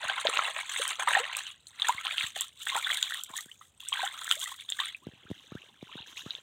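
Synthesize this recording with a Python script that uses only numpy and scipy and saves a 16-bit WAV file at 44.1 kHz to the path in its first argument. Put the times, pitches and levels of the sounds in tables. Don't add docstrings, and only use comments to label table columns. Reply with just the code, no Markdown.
import sys
import numpy as np
from scipy import signal
from scipy.io import wavfile

SR = 44100
rng = np.random.default_rng(int(sys.argv[2]) if len(sys.argv) > 2 else 0)


def wav_out(sig):
    wavfile.write(sys.argv[1], SR, np.round(np.clip(np.atleast_2d(sig).T, -1, 1) * 32767).astype(np.int16))


N = 283122

# (frequency [Hz], level [dB])
AIR_COLOUR = [(15, -50), (30, -24), (45, -9), (70, 2), (100, 1), (160, -5), (300, -10), (800, -15),
              (2000, -20), (3400, -19), (5000, -31), (7500, -29), (10000, -35), (16000, -38)]
FAR_GULP_COLOUR = [(400, -4.5), (650, -5.5), (1100, -4.5)]
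FAR_SPRAY_COLOUR = [(4000, -4), (5200, -5.5), (6400, 0.5), (8000, -8), (10000, -8), (15000, -12)]
GULP_COLOUR = [(250, -13.5), (400, -20), (540, -11.5), (800, -2.5), (1050, 2), (1350, -29.5)]
GURGLE_COLOUR = [(800, 1), (1100, -3), (1800, 1.5), (2400, 0.5), (2900, -1.5)]
TRICKLE_COLOUR = [(2100, -38), (2600, -4.5), (3100, -0.5), (3450, -1), (3950, -3.5), (4450, -15.5),
                  (5200, -29)]
OOZE_COLOUR = [(2300, -21), (2900, 1), (3450, 11.5), (3950, 3.5), (4450, -24.5), (5200, -33.5)]
SPRAY_COLOUR = [(3300, -18), (4400, -9), (5300, -10.5), (6400, -3), (7600, 0), (8700, -.5), (10000, -7.5),
                (15500, -8.5)]
CRACK_COLOUR = [(4400, -10.5), (6400, -4), (8500, 2.5), (10000, -7.5), (15500, -9)]

# (time [s], level [dB], starting pitch [Hz])
PLOPS = [(0.051, -46, 330), (1.947, -45.5, 330), (2.241, -42, 280), (3.301, -47.5, 667), (3.46, -47.5, 565),
         (5.0687, -29, 595), (5.087, -39.5, 450), (5.135, -48, 444), (5.253, -46.5, 400),
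         (5.303, -31.5, 537), (5.3131, -25.5, 524), (5.5203, -32.5, 556), (5.5525, -30, 505),
         (5.827, -33.5, 630), (5.9543, -35.5, 624), (6.003, -45, 377), (6.2623, -32.5, 550)]
# (time [s], level [dB], starting pitch [Hz], length [s])
CHIRPS = [(3.48, -52.5, 1380, 0.027), (5.014, -59.5, 854, 0.044), (5.261, -51, 1130, 0.019),
          (5.335, -59, 1260, 0.036), (5.509, -51.5, 955, 0.028), (5.557, -48.5, 1240, 0.032),
          (5.616, -44.5, 2120, 0.0086), (5.888, -48, 780, 0.015), (5.981, -42, 2425, 0.027),
          (6.252, -50, 990, 0.034)]
# (time [s], level [dB], pitch of the tiny air pocket [Hz])
SNAPS = [(0.8784, -18.5, 8150), (1.0904, -22.5, 8270), (1.3684, -18.5, 8100), (1.8852, -17, 6800),
         (2.4089, -15, 7570), (2.765, -21.5, 7240), (3.027, -18.5, 6840), (3.236, -21.5, 7630),
         (3.2944, -42, 7260), (3.3767, -22.5, 6640), (3.8864, -21, 7970), (4.0514, -26.5, 7400),
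         (4.2443, -26.5, 7600), (4.3126, -19, 7060), (4.4002, -25.5, 7000), (4.7013, -23.5, 7240)]
# (time [s], level [dB], pitch [Hz], ring time [cycles])
LOUD_BUBBLES = [(0.0877, -25.5, 1475, 8.7), (0.098, -17, 3050, 2.4), (0.251, -20, 548, 2.8),
                (0.259, -25.5, 820, 1.8), (0.2699, -8, 3400, 1.4), (0.286, -30, 398, 1.04),
                (0.3727, -8.5, 2500, 0.42), (0.3908, -12.5, 1150, 1.5), (0.7954, -31.5, 463, 3.4),
                (1.0737, -19, 909, 9.9), (1.075, -18, 1153, 5.4), (1.0834, -15.5, 1800, 1.9),
                (1.135, -14, 2580, 1.1), (1.1505, -11, 1735, 5.5), (1.1669, -19.5, 720, 5.8),
                (1.198, -34.5, 450, 7.7), (1.2421, -22.5, 2650, 1.8), (1.669, -37, 3980, 5.7),
                (1.7979, -25, 3730, 7.6), (1.8202, -12.5, 3420, 6.2), (1.8456, -25.5, 1735, 10.5),
                (1.8919, -14.5, 893, 6), (1.9808, -27, 2080, 10), (2.0684, -13.5, 2830, 0.95),
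                (2.1815, -13, 2980, 2.3), (2.364, -34, 620, 1.4), (2.6697, -20, 1540, 1.33),
                (2.755, -19.5, 895, 1.24), (2.7653, -25, 821, 5.5), (2.8456, -21, 3390, 18),
                (2.874, -28, 1900, 6.9), (2.9023, -18.5, 1840, 3.3), (3.028, -10.5, 3400, 2.9),
                (3.1217, -22.5, 1640, 1.9), (3.337, -35.5, 940, 3.3), (3.3862, -30, 1830, 6.7),
                (3.515, -35.5, 2930, 7.5), (3.612, -41, 1143, 4.1), (3.9218, -29, 1027, 5.3),
                (3.9276, -16, 3124, 7.6), (3.993, -28.5, 920, 5.5), (4.0321, -26, 714, 6.8),
                (4.278, -25, 1540, 1.6), (4.311, -20.5, 1310, 3.3), (4.3126, -7, 3160, 1.9),
                (4.322, -17, 2980, 4.4), (4.367, -45, 573, 7.1), (4.458, -32.5, 1890, 13.4),
                (4.69, -25.5, 3430, 15), (4.722, -16.5, 3340, 3.8), (4.79, -22.5, 1690, 5.1),
                (4.8147, -32, 1064, 4.6), (4.9468, -28.5, 2460, 7.5), (6.3067, -21, 3710, 5.8),
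                (6.351, -26, 3390, 4.1)]
# (time [s], swell [s], hold [s], level [dB], depth [dB], spray [dB])
HAND_STROKES = [(0.0, 0.02, 0.19, -41.5, -2, -11), (0.245, 0.0029, .23, -38.5, -2.5, -7.5),
                (0.522, 0.042, 0.045, -43, -1, -3.5), (0.643, 0.078, .2, -39, -17.5, -6),
                (0.985, 0.016, 0.0089, -38.5, 3, -7.5), (1.07, 0.0048, 0.12, -36.5, -1, -7),
                (1.21, 0.021, 0.13, -43.5, -2, -14.5), (1.321, 0.012, 0.08, -44.5, -17, -7.5),
                (1.431, 0.036, 0.024, -42, -43, -14.5), (1.668, 0.0015, .006, -68, -28, 10.5),
                (1.772, 0.089, 0.034, -38, -13, -9), (1.926, 0.012, 0.19, -47, -15.5, -10.5),
                (2.033, 0.015, 0.078, -40.5, -16, -14.5), (2.161, 0.015, .065, -34.5, -24.5, -9.5),
                (2.348, 0.015, 0.058, -38.5, -40.5, -9), (2.572, 0.046, 0.01, -42, -60, -4.5),
                (2.664, 0.002, 0.047, -37, -20, -12), (2.739, 0.0063, 0.029, -36.5, -5, -8),
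                (2.79, 0.054, 0.13, -37.5, -18, -9), (2.953, 0.01, 0.21, -41, -32, -10.5),
                (3.18, 0.017, 0.065, -50, -69, -14), (3.282, .01, 0.026, -59, 4.5, 2),
                (3.329, 0.032, 0.01, -39.5, -31, -5.5), (3.443, 0.0106, 0.088, -68, -38, 0),
                (3.608, 0.0032, 0.013, -60, -24, -2.5), (3.797, 0.0026, 0.19, -50, -50, -8.5),
                (3.919, 0.0044, .14, -39.5, -10.5, -11), (4.112, 0.026, 0.13, -46.5, -20.5, -9.5),
                (4.267, 0.053, 0.012, -37.5, -26, -4.5), (4.386, .03, 0.015, -39, -48, -6.5),
                (4.465, 0.0041, 0.054, -49, -16.5, -2.5), (4.571, 0.015, 0.0084, -45.5, -44, -12),
                (4.681, 0.0031, 0.074, -52.5, -30, -3), (4.782, 0.016, 0.027, -35, -31, -14.5),
                (4.856, 0.012, 0.023, -45, -31.5, -17), (4.96, 0.011, .004, -75, -26.5, 9.5)]
LEG_STROKES = [(5.012, 0.033, 0.31, -62.5, -7.5, -16.5), (5.267, 0.036, .16, -57.5, -26, -11.5),
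               (5.47, 0.035, 0.18, -59.5, -6, -11.5), (5.7, .04, 0.081, -65.5, -6, -15),
               (5.79, 0.031, 0.15, -58.5, -8, -13), (5.885, 0.041, 0.098, -49.5, -12, -24),
               (6.046, 0.023, 0.048, -53, -10, -6), (6.153, 0.019, 0.016, -42, -17, -7.5),
               (6.236, 0.022, 0.11, -52, -11.5, -9.5)]
# (time [s], share of mud [0-1])
MUD_SHARE = [(0, .1), (1.3, .1), (1.9, .3), (2.4, .5), (3.0, .8), (3.5, .9), (3.95, .6), (4.3, .8),
             (4.9, .6)]
# (gulps [dB/s], gurgle [dB/s], trickle [dB/s], spray [dB/s])
SETTLE_RATES = [404, 295, 260, 232]
# (gulps [dB], gurgle [dB], trickle [dB], spray [dB])
REST_LEVELS = [-92.5, -86, -79, -79.5]


def gain_of(db):
    return 10 ** (np.asarray(db) / 20)


def evened(x):
    return x / np.sqrt(np.mean(x ** 2) + 1e-20)


def add(mix, start_s, sound):
    part = mix[max(round(start_s * SR), 0):][:len(sound)]
    part += sound[:len(part)]


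def blend(watery, muddy, share):
    return np.sqrt(1 - share) * watery + np.sqrt(share) * muddy


def coloured(x, colour):
    table_hz, db = np.transpose(colour)
    hz = abs(np.fft.fftfreq(4096, 1 / SR)) + 1
    octaves_outside = abs(np.log2(hz / np.clip(hz, table_hz[0], table_hz[-1])))
    shape_db = np.maximum(np.interp(np.log(hz), np.log(table_hz), db) - 24 * octaves_outside, -100)
    response = np.exp(signal.hilbert(np.log(gain_of(shape_db))).conj())
    taps = np.fft.ifft(response).real[:len(hz) // 2]
    return signal.oaconvolve(x, taps)[:len(x)]


def clumps(span_s):
    window = signal.windows.hann(int(span_s * SR) + 3)
    return evened(signal.oaconvolve(rng.standard_normal(N), window, "same"))


def impacts(per_s, spread_db):
    size = gain_of(spread_db * np.minimum(rng.exponential(1, N), 4))
    return size * rng.choice([-1, 1], N) * (rng.random(N) < per_s / SR)


def bubble(hz, cycles, onset_cycles=0.96):
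    ring_s = cycles / hz
    rise = 0.077 * (1000 / hz) ** .7
    t = np.arange(int(6 * ring_s * SR) + 2) / SR
    shape = (1 - np.exp(-t * hz / onset_cycles)) ** 2 * np.exp(-t / ring_s)
    return shape / shape.max() * np.sin(2 * np.pi * hz * t * (1 + rise * t / ring_s / 2))


def swarm(low_hz, high_hz, per_s, cycles, spread_db, sizes=48):
    out = np.zeros(N)
    for hz in np.geomspace(low_hz, high_hz, sizes):
        ring_cycles = cycles * np.exp(rng.uniform(-.8, .8))
        births = impacts(per_s / sizes, spread_db)
        out += signal.oaconvolve(births, bubble(hz, ring_cycles) * hz / np.sqrt(ring_cycles))[:N]
    return evened(out)


def stirred(grains, colour, level_db, wash_db, span_s):
    x = coloured(grains + gain_of(wash_db) * rng.standard_normal(N), colour)
    window = signal.windows.hann(int(span_s * SR) + 3)
    local_power = abs(signal.oaconvolve(x ** 2, window / window.sum(), "same"))
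    return x / np.sqrt(local_power + 1e-12) * gain_of(level_db)


def stroke_level(strokes, settle_db_per_s, rest_db, swell_db=18):
    t = np.arange(0, N, 32) / SR
    power = np.full(len(t), gain_of(rest_db) ** 2)
    for start_s, swell_s, hold_s, db in strokes:
        rising_db = swell_db * np.minimum((t - start_s) / max(swell_s, .002) - 1, 0)
        settled_db = settle_db_per_s * np.maximum(t - start_s - swell_s - hold_s, 0)
        power += gain_of(db + rising_db - settled_db) ** 2
    return np.interp(np.arange(N) / SR, t, 10 * np.log10(power))


def stirring(strokes, rest_levels):
    start_s, swell_s, hold_s, db, depth_db, spray_db = np.transpose(strokes)
    layers = [db + depth_db, db + 4 + 0.29 * depth_db, db, db + spray_db]
    return np.array([stroke_level(zip(start_s, swell_s, hold_s, level), settle, rest)
                     for level, settle, rest in zip(layers, SETTLE_RATES, rest_levels)])


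def outdoor_air(level_db=-71.5):
    return gain_of(level_db) * evened(coloured(rng.standard_normal(N), AIR_COLOUR))


def surroundings(x, near_db=-13, near_fade_s=0.069, far_db=-28, far_fade_s=0.067, body_db=-17):
    t = np.arange(SR // 2) / SR
    near, far = rng.standard_normal((2, len(t))) * (rng.random((2, len(t))) < .1)
    near = near * (t > .002) * gain_of(-60 * t / near_fade_s)
    far = far * (t > .02) * gain_of(-60 * t / far_fade_s)
    echoes = gain_of(near_db) * near / np.linalg.norm(near) + gain_of(far_db) * far / np.linalg.norm(far)
    samples = np.arange(N)
    delay_s = 0.0095 + .001 * np.sin(2 * np.pi * samples / SR)
    body_echo = np.interp(samples - delay_s * SR, samples, x, left=0)
    return x + gain_of(body_db) * body_echo + signal.oaconvolve(x, echoes)[:N]


def lapping(level_db=-70):
    fade_in = np.clip((np.arange(N) / SR - LEG_STROKES[0][0]) * 100, 0, 1)
    return fade_in * gain_of(level_db) * swarm(89, 455, per_s=40, cycles=1.0, spread_db=1.6)


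def drips(level_db=-70):
    fade_out = np.clip((LEG_STROKES[0][0] - np.arange(N) / SR) * 100, 0, 1)
    low = swarm(1800, 4000, per_s=22, cycles=7, spread_db=4, sizes=16)
    high = swarm(6500, 9000, per_s=30, cycles=12, spread_db=4, sizes=16)
    return fade_out * gain_of(level_db) * evened(low + high)


def chirps(pitch_ratio=1.7):
    out = np.zeros(N)
    for start_s, db, start_hz, length_s in CHIRPS:
        hz = np.geomspace(start_hz, pitch_ratio * start_hz, int(length_s * SR))
        tone = np.sin(2 * np.pi * np.cumsum(hz) / SR)
        add(out, start_s, gain_of(db) * signal.windows.tukey(len(hz), .8) * tone)
    return out


def plops(swell_s=0.0014, decay_s=0.0034, sag_s=0.002, final_share=0.18, slap_db=-11, slap_s=0.0019):
    out, t = np.zeros(N), np.arange(SR // 20) / SR
    shape = (1 - np.exp(-t / swell_s)) * np.exp(-t / decay_s)
    soften = signal.butter(1, 2600, fs=SR)
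    for start_s, db, start_hz in PLOPS:
        hz = start_hz * (final_share + (1 - final_share) * np.exp(-t / sag_s))
        tone = shape / shape.max() * np.sin(2 * np.pi * np.cumsum(hz) / SR)
        slap = signal.lfilter(*soften, np.exp(-t / slap_s) * rng.standard_normal(len(t)))
        add(out, start_s, gain_of(db) * (gain_of(slap_db) * slap - tone))
    return out


def wading():
    gulp_db, gurgle_db, trickle_db, spray_db = stirring(LEG_STROKES, rest_levels=[-120] * 4)
    gulps = stirred(swarm(450, 1100, 200, 3.5, 3), FAR_GULP_COLOUR, gulp_db - 6.5, -12.5, .1)
    gurgle = stirred(swarm(800, 2700, 360, 5, 6.1), GURGLE_COLOUR, gurgle_db - 5, -2.5, .07)
    trickle = stirred(swarm(2500, 3950, 950, 4.2, 4.9), TRICKLE_COLOUR, trickle_db, -1.5, 0.12)
    drops = evened(evened(impacts(600, 4.2)) + swarm(5500, 8500, 500, 8, 4.5))
    patter = stirred(drops, FAR_SPRAY_COLOUR, spray_db, wash_db=-2, span_s=0.07)
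    return gulps + gurgle + trickle + patter


def mud_snaps(crack_s=0.0029, crack_db=-14, pocket_db=-2):
    out, t = np.zeros(N), np.arange(SR // 100) / SR
    for start_s, db, hz in SNAPS:
        crack = coloured(np.exp(-2 * t / crack_s) * rng.standard_normal(len(t)), CRACK_COLOUR)
        crack *= np.sqrt(crack_s * SR) / np.linalg.norm(crack)
        add(out, start_s, gain_of(db + crack_db) * crack)
        add(out, start_s, gain_of(db + pocket_db) * bubble(hz, cycles=6.4, onset_cycles=2.5))
    return out


def loud_bubbles():
    out = np.zeros(N)
    for start_s, db, hz, cycles in LOUD_BUBBLES:
        add(out, start_s, gain_of(db) * bubble(hz, max(cycles, .5)))
    return out


def scooping_hands(clump_db=3.0, clump_s=0.024, surge_db=3.5, surge_s=0.0087):
    levels = stirring(HAND_STROKES, REST_LEVELS) + surge_db * clumps(surge_s)
    gulp_db, gurgle_db, trickle_db, spray_db = levels
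    gulps = stirred(swarm(380, 1200, 360, 4.37, 4.5), GULP_COLOUR, gulp_db - 1.5, -3.5, 0.13)
    gurgle = stirred(swarm(1000, 2692, 600, 4.2, 5.2), GURGLE_COLOUR, gurgle_db, -5.5, 0.096)
    squelch = stirred(swarm(950, 2200, 110, 7, 5.5), GURGLE_COLOUR, gurgle_db, -11, 0.07)
    trickle = stirred(swarm(2300, 4500, 900, 6, 4.2), TRICKLE_COLOUR, trickle_db, 0.63, 0.03)
    ooze = stirred(swarm(2900, 4100, 760, 6.1, 5.5), OOZE_COLOUR, trickle_db - .5, 1.5, 0.081)
    droplets = stirred(swarm(5800, 9500, 900, 7, 5.3), SPRAY_COLOUR, spray_db, -11, .06)
    crackle = stirred(evened(impacts(1800, 4.8)), SPRAY_COLOUR, spray_db, -9, .06)
    mud = np.interp(np.arange(N) / SR, *np.transpose(MUD_SHARE))
    spray = blend(droplets, crackle, share=0.6 * mud) * gain_of(clump_db * clumps(clump_s) + 0.94)
    return gulps + blend(gurgle, squelch, mud) + blend(trickle, ooze, mud) + spray


def scene():
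    air = outdoor_air()
    water = scooping_hands() + wading() + loud_bubbles() + mud_snaps() + drips() + chirps()
    return (surroundings(water) + plops() + lapping() + air)[None]


def record(dry):
    thinned = signal.sosfilt(signal.butter(2, 55, "high", fs=SR, output="sos"), dry)
    treble_cut = signal.firwin(511, 15900, window=("kaiser", 9), fs=SR)
    return signal.oaconvolve(thinned, treble_cut[None], "same")


dry = scene()
out = record(dry)
wav_out(out)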